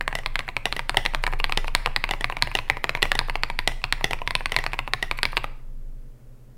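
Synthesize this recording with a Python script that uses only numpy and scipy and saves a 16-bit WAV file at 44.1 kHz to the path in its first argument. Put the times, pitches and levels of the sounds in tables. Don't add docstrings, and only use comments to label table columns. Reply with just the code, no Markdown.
import sys
import numpy as np
from scipy import signal
from scipy.fft import rfft, irfft
from scipy.io import wavfile

SR = 44100
rng = np.random.default_rng(int(sys.argv[2]) if len(sys.argv) > 2 else 0)


def store_wav(level_fs):
    pcm = np.round(np.clip(np.atleast_2d(level_fs), -1, 1) * 32767)
    wavfile.write(sys.argv[1], SR, pcm.T.astype(np.int16))


N = 289737

# start_s, level_db (rms over 1 ms), pitch_hz (keycap),
# brightness_db (clack against thock)
KEY_STROKES = [(0.0093, -14.0, 1750.0, 0.5), (0.0781, -11, 1900.0, -4), (0.1272, -19, 1740, -13.0),
               (0.2603, -12.5, 2240, 11), (0.3558, -11.5, 2050.0, 9), (0.3913, -15, 2000.0, 5.5),
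               (0.405, -24, 2070.0, -7), (0.479, -22.5, 1844, -11.5), (0.488, -18.5, 2200.0, -0.5),
               (0.5661, -11, 2200.0, 1), (0.667, -24, 1800.0, -26), (0.725, -13, 2150.0, 16),
               (0.7926, -14, 2150.0, 2.5), (0.8943, -10.5, 1950.0, 9), (0.9444, -18, 1850.0, -15.0),
               (1.0608, -9, 2100.0, 15.5), (1.136, -23, 2330.0, -14), (1.1472, -11, 1750.0, 4),
               (1.2381, -12.0, 2210, -3), (1.2658, -12.0, 1910, 2.5), (1.2761, -16.5, 1720, -11.0),
               (1.3259, -22, 2000.0, -8), (1.3348, -18, 1920, -14.5), (1.4, -15, 2820, -1.5),
               (1.4417, -8.5, 2000.0, 9), (1.495, -19, 2750.0, -14.0), (1.5225, -11.5, 2430, 4),
               (1.6439, -21, 2400.0, -18), (1.68, -18.5, 2700.0, -5.5), (1.7498, -3.5, 1710, 14),
               (1.8599, -9, 2670, -3.0), (1.8721, -16, 1740, -26), (1.9619, -7.5, 1950.0, 12),
               (2.0397, -10, 2290, 8), (2.0905, -18.5, 2440, -1), (2.136, -16, 2200.0, -8.0),
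               (2.2429, -9, 2250.0, 6), (2.2988, -16, 1785, -7), (2.3232, -20, 2450.0, -23),
               (2.368, -18, 2200.0, -3), (2.4163, -31, 1850.0, -16), (2.423, -4, 1800.0, 14.5),
               (2.4726, -19.5, 1924, -12.5), (2.5146, -23.5, 2360.0, 1), (2.5712, -24, 2244, 15),
               (2.5878, -13.5, 2450.0, 6), (2.699, -4.5, 2000.0, 3.5), (2.7695, -21, 2107, -9.5),
               (2.8416, -9.5, 1950.0, -1.5), (2.893, -10.5, 2670, -3.5), (2.9503, -12.5, 2190, 1),
               (2.973, -24, 2070.0, -5), (3.0212, -15.5, 2700.0, 9), (3.0536, -16.5, 2390, -10.5),
               (3.117, -6.5, 1736, 7.5), (3.1903, -6.5, 1790, 16.5), (3.212, -21.5, 1750.0, -28),
               (3.2844, -24.5, 1790.0, -31), (3.297, -14.5, 2660, -4.0), (3.3549, -13, 2440, -5),
               (3.434, -9, 2103, 5), (3.5, -16.5, 2250.0, -10.5), (3.5895, -11.0, 1890, 10),
               (3.8401, -11, 2620, 1.5), (3.9247, -6.5, 1900, 10.5), (4.01, -22.5, 1850.0, -26.5),
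               (4.132, -12.5, 2720, 5.5), (4.217, -19.5, 2600.0, -17), (4.275, -12, 2150.0, 10),
               (4.3072, -15, 2000.0, 6), (4.3521, -7.5, 2750.0, 11.5), (4.407, -21.5, 1878, -24.5),
               (4.4578, -11.5, 2000.0, 8.5), (4.5426, -22.5, 1930, 2.5), (4.5638, -5.5, 2145, 11.5),
               (4.6393, -19, 2100.0, 4.5), (4.6637, -12.5, 1960, -2.5), (4.7327, -16, 2234, 1.5),
               (4.7406, -21.5, 1950.0, -10), (4.79, -12, 2610, 1), (4.8762, -19.0, 2680, -7),
               (4.935, -8, 2000.0, 11), (5.112, -11, 2293, 2.5), (5.1879, -18.5, 2300, -3),
               (5.2308, -7, 1850.0, 15.5), (5.2529, -9.5, 2225, 13.5), (5.33, -22.5, 1833, -48),
               (5.369, -8.5, 2550, 6.5), (5.3753, -12.5, 2300, -2.0), (5.4419, -16, 2280, -7.5)]
# start_s, strength_db, pitch_hz (keycap)
BAR_STROKES = [(0.1523, -13, 1960), (0.187, -22, 2000), (0.655, -10.5, 2470), (0.7646, -17, 2180),
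               (0.9701, -6.0, 2480), (1.0516, -16, 2170), (1.5737, -8.5, 2260), (2.1096, -12.0, 2150.0),
               (2.2087, -18.5, 1750.0), (2.5513, -9.5, 2670), (3.027, -6, 2440), (3.152, -15.5, 2060),
               (3.675, -6.5, 2280), (3.7172, -25.5, 2330), (4.0422, -8.5, 2300), (4.1089, -15.0, 1950),
               (4.5194, -14, 2190), (4.5871, -14.5, 2080), (5.026, -12, 2040)]
# pitch_hz, level_db
KEY_IMPACT = [(150, -15), (400, -5), (700, -1.5), (1000, 4.5), (1400, -5.5), (2000, -3.5), (2600, -3),
              (3200, -8), (4300, -6), (5000, -13.5), (6200, -26), (9000, -22.5), (12000, -30), (16000, -37)]
ORDINARY_DB = -14


def amp(db):
    return 10 ** (np.asarray(db) / 20)


def force(db):
    return amp(db) * np.sqrt(SR / 1000)


def unit(x):
    return x / np.sqrt(np.sum(x ** 2) + 1e-20)


def follow(rule, change_db):
    base_db, share = rule
    return base_db + share * change_db


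def read(points, hz):
    point_hz, value = np.transpose(points)
    return np.interp(np.log(hz + 1), np.log(point_hz + 1), value)


def add(mix, s, sound):
    part = mix[max(round(s * SR), 0):][:len(sound)]
    part += sound[:len(part)]


def stroke_times():
    return np.array([row[0] for row in list(KEY_STROKES) + list(BAR_STROKES)])


def causal(gain_db):
    cepstrum = irfft(gain_db * np.log(10) / 20)
    half = len(cepstrum) // 2
    cepstrum[1:half] *= 2
    cepstrum[half + 1:] = 0
    return irfft(np.exp(rfft(cepstrum)))


def dying(colour, t60, size, count=12):
    hz, t = np.fft.rfftfreq(size, 1 / SR), np.arange(size) / SR
    spectrum = amp(read(colour, hz)) * np.exp(2j * np.pi * rng.random(len(hz)))
    centres = np.geomspace(t60[0][0], t60[-1][0], count)
    bands = [irfft(spectrum * read(np.c_[centres, share], hz)) for share in np.eye(count)]
    decay_db = -60 * t / read(t60, centres)[:, None]
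    return unit(np.sum(bands * amp(decay_db), 0))


def click(shape, cap_hz, bright_db, grit_db=0.0, size=2048):
    # base_db, share_db_per_db
    thock_rule = (-1.85, -0.3)
    clack_rule = (-1.8, 0.57)
    tick_rule = (-0.8, .15)
    # pitch_hz, delay_s
    bending = [(900, 0.00072), (1700, 0.00052), (3000, 0.00059)]
    cap_db, cap_width_hz = 8.5, 350
    uneven_db, grit_s = 2.37, 0.0011

    hz, t = np.fft.rfftfreq(size, 1 / SR), np.arange(size) / SR
    thock_db, clack_db, tick_db = (follow(rule, bright_db) for rule in (thock_rule, clack_rule, tick_rule))
    touch = [(1100, thock_db), (1500, 0), (2900, 0), (3500, clack_db), (5000, clack_db), (6200, tick_db)]
    keycap = cap_db / (1 + ((hz - cap_hz) / cap_width_hz) ** 2)
    knots = np.geomspace(300, 16000, 44)
    own = uneven_db * np.interp(hz, knots, rng.standard_normal(len(knots)))
    blow = rfft(causal(read(shape, hz) + read(touch, hz) + keycap + own))
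    chatter = rfft(unit(rng.standard_normal(size) * np.exp(-t / grit_s)))
    loose = amp(grit_db) * read([(3000, 0.2), (6500, 0.68), (13000, 1.5)], hz)
    smear = (1 + loose * chatter) / np.sqrt(1 + loose ** 2)
    travel = np.exp(-2j * np.pi * np.cumsum(read(bending, hz)) * hz[1])
    pulse = np.roll(irfft(blow * travel * smear), 8)
    fade_out = np.cos(np.pi / 2 * t / t[-1]) ** 2
    return unit(pulse * fade_out)


def case_ring(blow, rise_s=0.0016):
    # pitch_hz, level_db
    case_colour = [(200, 1.5), (420, -0.5), (520, -5), (750, 4.5), (850, -12), (960, 5.5), (1500, -2),
                   (2200, -8.5), (3200, -2), (4400, -12), (9000, 0.5), (15000, -8.5)]
    # pitch_hz, t60_s
    case_decay = [(250, 0.061), (1000, 0.036), (2500, 0.025), (9000, 0.016)]
    response = dying(case_colour, case_decay, size=3072, count=4)
    response *= 1 - np.exp(-(np.arange(len(response)) / SR / rise_s) ** 2)
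    return unit(signal.fftconvolve(blow, response))


def letter_keys(ring_vary_db=0.2):
    # base_db (ordinary stroke), share_db_per_db
    ring_rule = (-24, 0.7)
    chatter_rule = (4.3, -0.61)
    out = np.zeros(N)
    for s, db, cap_hz, bright_db in KEY_STROKES:
        harder_db = db - ORDINARY_DB
        blow = click(KEY_IMPACT, cap_hz, bright_db, grit_db=follow(chatter_rule, harder_db))
        ring_db = follow(ring_rule, harder_db) + ring_vary_db * rng.standard_normal()
        add(out, s, force(db) * blow)
        add(out, s, force(ring_db) * case_ring(blow))
    return out


def ping(detune=0.0033, uneven_db=2, size=11000):
    # pitch_hz, level_db, t60_s
    modes = [(404.5, 3.5, 0.026), (651, -19.5, .12), (823, -14.5, 0.084), (1940, -3.5, 0.067),
             (2000, -3, 0.11), (2700, -8.5, .07), (2780, -21.5, 0.24), (3500, -17.5, 0.19),
             (5170, -30.5, .2), (5650, -27.5, .2), (5780, -30.5, .2), (9300, -32, .12)]
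    hz, db, t60 = np.transpose(modes)[:, :, None]
    pitch, strength, turn = rng.standard_normal((3, len(hz), 1))
    t = np.arange(size) / SR
    fade = np.exp(-np.log(1000) * t / t60)
    tones = np.sin(2 * np.pi * (hz * (1 + detune * pitch) * t + turn))
    return unit(np.sum(amp(db + uneven_db * strength) * fade * tones, 0))


def wire_rattle():
    # pitch_hz, level_db
    rattle_colour = [(200, -4.5), (650, 5.5), (1000, 1), (1500, 5.5), (2400, 0.5), (3300, -5.5),
                     (4500, -15), (5600, -12), (6700, -26.5), (9500, -26), (16000, -31)]
    # pitch_hz, t60_s
    rattle_decay = [(400, .12), (2500, 0.096), (9000, 0.29)]
    return dying(rattle_colour, rattle_decay, size=8192, count=3)


def space_bar(click_db=-1, far_end_db=-3, lag_s=0.001088, case_db=-13.5, rattle_db=-2.5):
    # pitch_hz, level_db
    bar_impact = [(150, -6), (450, -14), (780, 7.5), (1250, -14.5), (1600, -19), (1920, 3), (2300, -17.5),
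                  (2850, -3.5), (3500, -3), (4500, -12), (7000, -20.5), (9700, -18.5), (12000, -25.5),
                  (16000, -36.5)]
    # base_db (ordinary stroke), share_db_per_db
    ring_rule = (-23.5, 1)
    bright_rule = (-0.6, 1)
    out = np.zeros(N)
    for s, db, cap_hz in BAR_STROKES:
        harder_db = db - ORDINARY_DB
        ring_db = follow(ring_rule, harder_db)
        near, far = (click(bar_impact, cap_hz, follow(bright_rule, harder_db)) for end in range(2))
        add(out, s, -force(db + click_db) * near)
        add(out, s + lag_s * rng.uniform(0.71, 1.5), force(db + click_db + far_end_db) * far)
        add(out, s, force(db + case_db) * case_ring(near))
        add(out, s, force(ring_db) * ping())
        add(out, s, force(ring_db + rattle_db) * wire_rattle())
    return out


def hiss_before(hiss_db=-51, lead_s=0.0063, length_s=0.0022, vary_db=5, grain_db=3, uneven_db=4, size=2048):
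    # pitch_hz, level_db
    hiss_colour = [(300, -9), (1000, -7.5), (2400, 5), (4000, 4), (6500, -14), (9500, -7), (13500, -8),
                   (16000, -27.5)]
    out = np.zeros(N)
    t, hz = (np.arange(size) - size / 2) / SR, np.fft.rfftfreq(size, 1 / SR)
    knots = np.geomspace(1000, 16000, 20)
    for s in stroke_times():
        grains = rng.standard_normal(size) * amp(grain_db * np.minimum(rng.exponential(1, size), 5))
        own = uneven_db * np.interp(hz, knots, rng.standard_normal(len(knots)))
        hiss = irfft(rfft(grains) * amp(read(hiss_colour, hz) + own))
        swell = np.exp(-(t / (length_s * rng.uniform(0.56, 2.9))) ** 2)
        start_s = s + t[0] - lead_s * rng.uniform(0, 1.9)
        level = amp(hiss_db + vary_db * rng.standard_normal())
        add(out, start_s, level * swell * hiss / hiss.std())
    return out


def finger_taps(tap_db=-35, vary_db=2.0, bright_vary_db=6, count=30):
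    out = np.zeros(N)
    for s in rng.choice(stroke_times(), count, replace=False):
        blow = click(KEY_IMPACT, rng.uniform(1800, 2700), bright_vary_db * rng.standard_normal(), grit_db=6.0)
        touch = force(tap_db + vary_db * rng.standard_normal())
        touched = s - rng.uniform(0.015, 0.037)
        add(out, touched, touch * blow)
        add(out, touched, touch * 0.5 * case_ring(blow))
    return out


def desk(spread_s=0.042, rise_s=0.003):
    # pitch_hz, level_db
    desk_colour = [(25, -12.5), (48, -0.5), (75, -4.5), (105, -4.5), (135, 3.5), (175, -18), (240, -10),
                   (330, -13.5), (600, -34.5)]
    # pitch_hz, t60_s
    desk_decay = [(50, .3), (135, .3), (200, .16), (400, 0.076)]
    # base_db (ordinary stroke), share_db_per_db
    thud_rule = (-43, 0.65)
    # start_s, level_db
    hand_bumps = [(2.423, -35)]
    out = np.zeros(N)
    strokes = list(KEY_STROKES) + list(BAR_STROKES)
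    thuds = [(s, follow(thud_rule, db - ORDINARY_DB)) for s, db, *_ in strokes]
    for s, thud_db in thuds + list(hand_bumps):
        thud = dying(desk_colour, desk_decay, size=12288, count=4)
        thud *= 1 - np.exp(-np.arange(len(thud)) / SR / rise_s)
        add(out, s, amp(thud_db) * np.sqrt(spread_s * SR) * thud)
    return out


def arm_sway(sway_hz=21.63, width_hz=3.4):
    # start_s, level_db
    sway_curve = [(0.0, -33.5), (0.38, -27.5), (0.46, -39.5), (1.39, -23.5), (2.91, -35.5), (3.019, -27),
                  (5.89, -33), (6.57, -54)]
    hz = np.fft.fftfreq(N, 1 / SR)
    band = -((hz - sway_hz) / width_hz) ** 2 / 2
    rocking = np.fft.ifft(np.exp(band + 2j * np.pi * rng.random(N)))
    power = abs(rocking) ** 2
    rocking = rocking.real / np.sqrt(power + 0.12 * np.mean(power))
    level_db = np.interp(np.arange(N) / SR, *np.transpose(sway_curve))
    return amp(level_db) * unit(rocking) * np.sqrt(N)


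def room(x, tail_db=-16, early_db=-21.0, early_s=0.0115, early_width_s=0.0011, build_s=0.014, dull=0.35, count=6):
    # pitch_hz, level_db
    room_colour = [(150, -2), (500, 2), (1000, -2.5), (1600, 0), (2500, -1), (4200, -7.5), (6500, -1),
                   (10000, -2), (15000, 2.5)]
    # pitch_hz, t60_s
    room_decay = [(200, 0.4), (1000, 0.59), (2500, 0.44), (5000, 0.55), (12000, 0.4)]
    out = np.zeros(N)
    place = np.searchsorted(np.sort(stroke_times()) - 0.002, np.arange(N) / SR) % count
    for k in range(count):
        tail = dying(room_colour, room_decay, size=24576, count=6)
        t = np.arange(len(tail)) / SR
        tail = unit(tail * (1 - np.exp(-(t / build_s) ** 2)))
        early = unit(rng.standard_normal(len(t)) * np.exp(-((t - early_s) / early_width_s) ** 2))
        early = signal.lfilter([1 - dull], [1, -dull], early)
        response = amp(tail_db) * tail + amp(early_db) * early
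        out += signal.fftconvolve(x * (place == k), response)[:N]
    return out


def background(air_db=-58.5):
    # pitch_hz, level_db (rms)
    hum_tones = [(120, -53.5), (131.3, -56.5), (216, -85)]
    # pitch_hz, level_db
    air_colour = [(25, 5), (55, -5.5), (85, -14.5), (160, -19), (230, -10), (320, -20), (540, -19.5),
                  (750, -30), (1500, -34.5), (4000, -43.5), (9000, -43.5), (16000, -44.5)]
    t, hz = np.arange(N) / SR, np.fft.rfftfreq(N, 1 / SR)
    hum = sum(np.sqrt(2) * amp(db) * np.sin(2 * np.pi * (f * t + rng.random())) for f, db in hum_tones)
    spectrum = rfft(rng.standard_normal(N)) * amp(read(air_colour, hz))
    above_hum = irfft(spectrum * (hz > 200), N)
    return hum + amp(air_db) * irfft(spectrum, N) / above_hum.std()


def scene():
    keyboard = letter_keys() + space_bar() + hiss_before() + finger_taps()
    return (keyboard + room(keyboard) + desk() + arm_sway() + background())[None]


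def record(dry, ceiling=0.93, edge_hz=16000):
    low_pass = signal.firwin(255, edge_hz, window=("kaiser", 9), fs=SR)
    return signal.oaconvolve(np.clip(dry, -ceiling, ceiling), low_pass[None], "same")


dry = scene()
out = record(dry)
store_wav(out)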